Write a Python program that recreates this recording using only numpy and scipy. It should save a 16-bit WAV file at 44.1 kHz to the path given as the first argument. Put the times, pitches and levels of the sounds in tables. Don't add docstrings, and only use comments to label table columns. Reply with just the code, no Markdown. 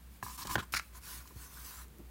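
import sys
import numpy as np
from scipy import signal
from scipy.fft import rfft, irfft
from scipy.io import wavfile
from scipy.ndimage import uniform_filter1d

SR = 44100
rng = np.random.default_rng(int(sys.argv[2]) if len(sys.argv) > 2 else 0)


def persist_wave(psi):
    counts = np.round(np.clip(psi, -1, 1) * 32767).astype(np.int16)
    wavfile.write(sys.argv[1], SR, np.atleast_2d(counts).T)


N = 92610
T = np.arange(N) / SR

# frequency in Hz, level in dB.
GRIT_SPECTRUM = [(150, 9.5), (330, 9), (550, -17), (1200, 6), (1700, -3), (2200, 1), (3000, 2), (7700, 3),
                 (9500, -3)]
AIR_SPECTRUM = [(900, -38), (2200, -3.5), (3300, -4.5), (4600, -1), (15500, 0)]
THUD_SPECTRUM = [(40, -26.5), (70, 0.5), (115, 5), (270, -7), (400, -12.5), (900, -38.5)]
THUD_DECAY_S = 0.018
CATCH_LOW_HZ, CATCH_HIGH_HZ = 924, 1466


def sheet(x, stretch=1, low_hz=655):
    # frequency in Hz, level in dB, T60 in seconds.
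    modes = [(830, -12, 0.037), (1024, -1, 0.029), (1173, -7.5, 0.023), (1680, -3.5, 0.023),
             (2600, -12.5, 0.015)]
    ringing = ring(x, [(hz * stretch, db, t60_s) for hz, db, t60_s in modes])
    return cut(cut(ringing, low_hz, "high"), low_hz, "high")


def sliding_leather(attack_s=0.007, release_s=0.01):
    # start and end in seconds, then grit, air and chatter levels in dB.
    pushes = [(.224, 0.257, -62, -47, -61), (0.262, 0.361, -56, -50, -58.5),
              (0.373, 0.433, -48.5, -48, -50), (0.444, 0.504, -49, -62, -48.5),
              (0.491, 0.52, -42.5, -61, -43), (0.503, 0.547, -44, -42.5, -45.5),
              (0.621, 0.634, -52.5, -66, -50.5)]
    power = 0
    for start, end, *levels_db in pushes:
        envelope = np.clip((T - start) / attack_s, 0, 1) * np.exp(-np.maximum(T - end, 0) / release_s)
        power += (from_db(levels_db)[:, None] * envelope) ** 2
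    grit_gain, air_gain, chatter_gain = np.sqrt(power)
    grain = patchy(friction(slips_per_s=7000, spread_db=2.5, smooth=0.9))
    catches = friction(slips_per_s=730, spread_db=1.5, smooth=0.29)
    air = colour(patchy(rng.standard_normal(N)), AIR_SPECTRUM)
    chatter = rms_one(sheet(cut(catches, [CATCH_LOW_HZ, CATCH_HIGH_HZ], "band")))
    return grit_gain * colour(grain, GRIT_SPECTRUM) + air_gain * air + chatter_gain * chatter


def touches(top_hz=2200):
    # time in seconds, ring, slap and thud levels in dB, slap decay in seconds.
    contacts = [(0.2275, -28, -73, -42.5, .003), (0.4528, -41, -60, -44.5, .002),
                (0.5553, -23.5, -24, -35.5, 0.0025), (0.5573, -49, -30.5, -54, 0.0024),
                (0.581, -28.5, -38, -39, 0.003)]
    # frequency in Hz, level in dB.
    slap_spectrum = [(150, -12), (400, -4), (800, 4), (1600, 13), (2300, 2), (3200, -1), (4500, -5.5),
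                     (15000, -23)]
    times_s, ring_db, slap_db, thud_db, decay_s = np.transpose(contacts)
    rings = sheet(cut(clicks(times_s, ring_db), top_hz, "low"))
    slaps = colour(bursts(times_s, slap_db, decay_s), slap_spectrum)
    thuds = colour(bursts(times_s, thud_db, THUD_DECAY_S), THUD_SPECTRUM)
    return rings + slaps + thuds


def flop(at_s=0.5562, start_hz=956, end_hz=93, fall_s=0.00568, decay_s=0.013, level_db=-30.5):
    age_s = np.maximum(T - at_s, 0)
    cycles = end_hz * age_s + (start_hz - end_hz) * fall_s * (1 - np.exp(-age_s / fall_s))
    return from_db(level_db) * np.exp(-age_s / decay_s) * np.sin(2 * np.pi * cycles)


def hollow():
    # time in seconds, level in dB.
    bumps = [(0.4531, -40), (0.5551, -30.5)]
    # frequency in Hz, level in dB, T60 in seconds.
    modes = [(384, -3, 0.028), (560, -4, 0.023), (838, 0.5, 0.027)]
    return ring(clicks(*np.transpose(bumps)), modes)


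def skid(start_s=0.579, end_s=0.6125, level_db=-39):
    # frequency in Hz, level in dB.
    spectrum = [(800, -15), (1400, 2), (2200, -14), (3400, -10.5), (5000, -19.5), (15000, -28.5)]
    pressure = np.sqrt(swell(start_s, (start_s + end_s) / 2, end_s))
    return from_db(level_db) * colour(pressure * rng.standard_normal(N), spectrum)


def snags(pitch_spread=0.02):
    # time in seconds, level in dB.
    releases = [(0.264, -30.5), (0.282, -38), (0.298, -38), (0.312, -42), (0.389, -35.5), (0.494, -33),
                (0.51, -31.5), (1.255, -47), (1.307, -46.5)]
    out = 0
    for release in releases:
        stretch = np.exp(pitch_spread * rng.standard_normal())
        pulse = cut(clicks(*np.transpose([release])), [CATCH_LOW_HZ, CATCH_HIGH_HZ], "band")
        out += sheet(pulse, stretch)
    return out


def tool(low_hz=900):
    # time in seconds, level in dB.
    drag_curve = [(.724, -58), (.736, -47), (.739, -32), (.749, -32.5), (.754, -43), (.761, -36.5),
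                  (.768, -30.5), (.776, -31.5), (.785, -48), (.791, -41), (.797, -41), (.802, -62)]
    knocks = [(0.7386, -17), (0.75, -23), (0.7968, -23.5)]
    # frequency in Hz, level in dB.
    drag_spectrum = [(600, -21.5), (950, -9), (1380, 4.5), (1850, 1), (2450, 2.5), (3000, -6.5), (4000, -2),
                     (5000, 1), (6500, -6), (8500, -10), (10000, -9.5), (12000, -15)]
    # frequency in Hz, level in dB, T60 in seconds.
    modes = [(1385, -8.5, 0.028), (1650, -5, 0.0089), (2270, -3.5, 0.0042), (2590, -42, 0.36),
             (3880, -15, 0.0084)]
    times_s, drag_db = np.transpose(drag_curve)
    force = from_db(np.interp(T, times_s, drag_db)) * (T >= times_s[0]) * (T <= times_s[-1])
    grit = patchy(friction(slips_per_s=6000, spread_db=3, smooth=0.7))
    ringing = ring(clicks(*np.transpose(knocks)), modes)
    return colour(force * grit, drag_spectrum) + cut(ringing, low_hz, "high")


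def swishes():
    # start, peak and end in seconds, then hiss and rub levels in dB.
    strokes = [(0.09, 0.15, 0.2, -63.5, -85), (0.723, 0.723, 0.75, -41, -62),
               (0.773, 0.804, 0.94, -60.5, -81), (0.924, 0.975, 1, -53, -58),
               (1.002, 1.11, 1.243, -46, -55.5), (1.2, 1.227, 1.45, -59.5, -70.5),
               (1.34, 1.449, 1.494, -51, -60), (1.442, 1.582, 1.78, -51.5, -61),
               (1.642, 1.649, 1.81, -49, -57.5), (1.677, 1.8, 1.868, -52, -59.5)]
    # frequency in Hz, level in dB.
    rub_spectrum = [(300, -4.5), (650, -10), (860, -5.5), (1010, 5), (1200, -0.5), (1520, 2), (2000, -5),
                    (3300, -25.5)]
    power = sum((from_db(levels_db)[:, None] * swell(start, peak, end)) ** 2
                for start, peak, end, *levels_db in strokes)
    hiss_gain, rub_gain = np.sqrt(power)
    hiss = colour(patchy(friction(slips_per_s=6000, spread_db=8.5, smooth=1.8)), AIR_SPECTRUM)
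    rub = colour(friction(slips_per_s=2500, spread_db=3.5, smooth=0.62), rub_spectrum)
    return hiss_gain * hiss + rub_gain * rub


def scuffs(log_bandwidth=0.39):
    # middle and length in seconds, level in dB, resonance in Hz.
    grips = [(0.428, 0.03, -47.5, 4620), (1.213, .045, -61.5, 1420), (1.581, .025, -55.5, 1370),
             (1.798, 0.058, -58, 1180)]
    out = 0
    for middle, length, db, hz in grips:
        slips = friction(slips_per_s=2000, spread_db=0.5, smooth=0.5)
        resonance = rms_one(cut(slips, hz * np.exp([-log_bandwidth / 2, log_bandwidth / 2]), "band"))
        out += from_db(db) * swell(middle - length / 2, middle, middle + length / 2) * resonance
    return out


def hand(rustle_hz=(202, 408)):
    # start and end in seconds, level in dB.
    shifts = [(1.299, 1.336, -57), (1.804, 2.142, -65), (1.988, 2.011, -50)]
    # time in seconds, level in dB.
    bumps = [(0.721, -48), (0.74, -44), (1.358, -46), (1.993, -47.5)]
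    flicks = [(0.4711, -36), (0.614, -51), (1.275, -49.5)]
    weight = sum(from_db(db) * swell(start, (start + end) / 2, end) for start, end, db in shifts)
    rustle = weight * rms_one(cut(rng.standard_normal(N), rustle_hz, "band"))
    thuds = colour(bursts(*np.transpose(bumps), THUD_DECAY_S), THUD_SPECTRUM)
    edge = colour(bursts(*np.transpose(flicks), decay_s=0.0044), GRIT_SPECTRUM)
    return rustle + thuds + edge


def ticks(low_hz=8500):
    # time in seconds, level in dB.
    snaps = [(0.653, -46), (1.419, -39), (1.8825, -41), (1.9848, -39.5)]
    return cut(bursts(*np.transpose(snaps), decay_s=0.00036), low_hz, "high")


def room(x, t60_s=0.21, tail_db=-19, top_hz=4560):
    # delay in seconds, level in dB.
    echoes = [(.0027, -21), (.0049, -22)]
    tail = rng.standard_normal(N) * from_db(-60 * T / t60_s) * (T > 0.004)
    tail = signal.sosfilt(signal.butter(1, top_hz, fs=SR, output="sos"), tail)
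    return convolve(x, clicks(*np.transpose(echoes)) + from_db(tail_db) * tail / np.linalg.norm(tail))


def hum(hz=61, wander_hz=1.41, level_db=-55, throb_s=0.218, crest_s=0.091, depth=0.53):
    throb = 1 + depth * np.cos(2 * np.pi * (T - crest_s) / throb_s)
    phase = 2 * np.pi * np.cumsum(hz + wander_hz * drift(rate_hz=4.64)) / SR
    return from_db(level_db) * throb * np.sqrt(2) * np.sin(phase)


def still_air(level_db=-59.5):
    # frequency in Hz, level in dB.
    spectrum = [(25, -9), (50, 5.5), (190, 3), (300, -4.5), (600, -11.5), (1300, -11.5), (6000, -21),
                (15500, -16.5)]
    return from_db(level_db) * colour(rng.standard_normal(N), spectrum)


def friction(slips_per_s, spread_db, smooth):
    sizes = from_db(spread_db * np.minimum(rng.exponential(1, N), np.pi)) * rng.choice([-1, 1], N)
    slips = rms_one(sizes * (rng.random(N) < slips_per_s / SR))
    return rms_one(slips + smooth * rng.standard_normal(N))


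def patchy(x, spread_db=3, size=512):
    spectra = signal.stft(x, nperseg=size)[2]
    field = uniform_filter1d(rng.standard_normal(spectra.shape), size=4, axis=0)
    field = rms_one(uniform_filter1d(field, size=10, axis=1))
    return rms_one(signal.istft(spectra * from_db(spread_db * field), nperseg=size)[1][:N])


def bursts(times_s, levels_db, decay_s):
    envelope = sum(from_db(db) * (T >= start) * np.exp(-np.abs(T - start) / decay)
                   for start, db, decay in np.broadcast(times_s, levels_db, decay_s))
    return envelope * rng.standard_normal(N)


def clicks(times_s, levels_db):
    return np.bincount((times_s * SR).astype(int), from_db(levels_db), N)[:N]


def swell(start_s, peak_s, end_s):
    return np.sin(np.interp(T, [start_s, peak_s, end_s], [0, np.pi / 2, 0]))


def drift(rate_hz):
    pole = np.exp(-2 * np.pi * rate_hz / SR)
    return rms_one(signal.lfilter([1], [1, -2 * pole, pole * pole], rng.standard_normal(N + SR // 2))[-N:])


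def ring(x, modes):
    t = T[:SR // 2]
    response = sum(from_db(db - 60 * t / t60_s) * np.sin(2 * np.pi * hz * t) for hz, db, t60_s in modes)
    return convolve(x, response)


def colour(x, points, size=4096):
    hz, db = np.transpose(points)
    bins_hz = np.arange(size // 2 + 1) * SR / size
    gain = from_db(np.interp(np.log(bins_hz + 1), np.log(hz), db))
    cepstrum = irfft(np.log(gain))
    cepstrum[1:size // 2] *= 2
    cepstrum[size // 2 + 1:] = 0
    response = irfft(np.exp(rfft(cepstrum)))
    return convolve(x, response / np.linalg.norm(response))


def cut(x, hz, kind):
    return signal.sosfilt(signal.butter(2, hz, kind, fs=SR, output="sos"), x)


def convolve(x, response):
    return signal.fftconvolve(x, response)[:N]


def from_db(db):
    return 10 ** (np.asarray(db) / 20)


def rms_one(x):
    return x / np.sqrt(np.mean(x ** 2) + 1e-20)


def scene():
    near = sliding_leather() + touches() + flop() + hollow() + skid()
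    near += hand() + tool() + swishes() + snags() + scuffs() + ticks()
    mono = near + room(near) + hum() + still_air()
    return np.array([mono, mono])


def record(dry):
    taps = signal.firwin(301, 15950, window=("kaiser", 7), fs=SR)
    return signal.fftconvolve(dry, taps[None], "same", axes=1)


dry = scene()
out = record(dry)
persist_wave(out)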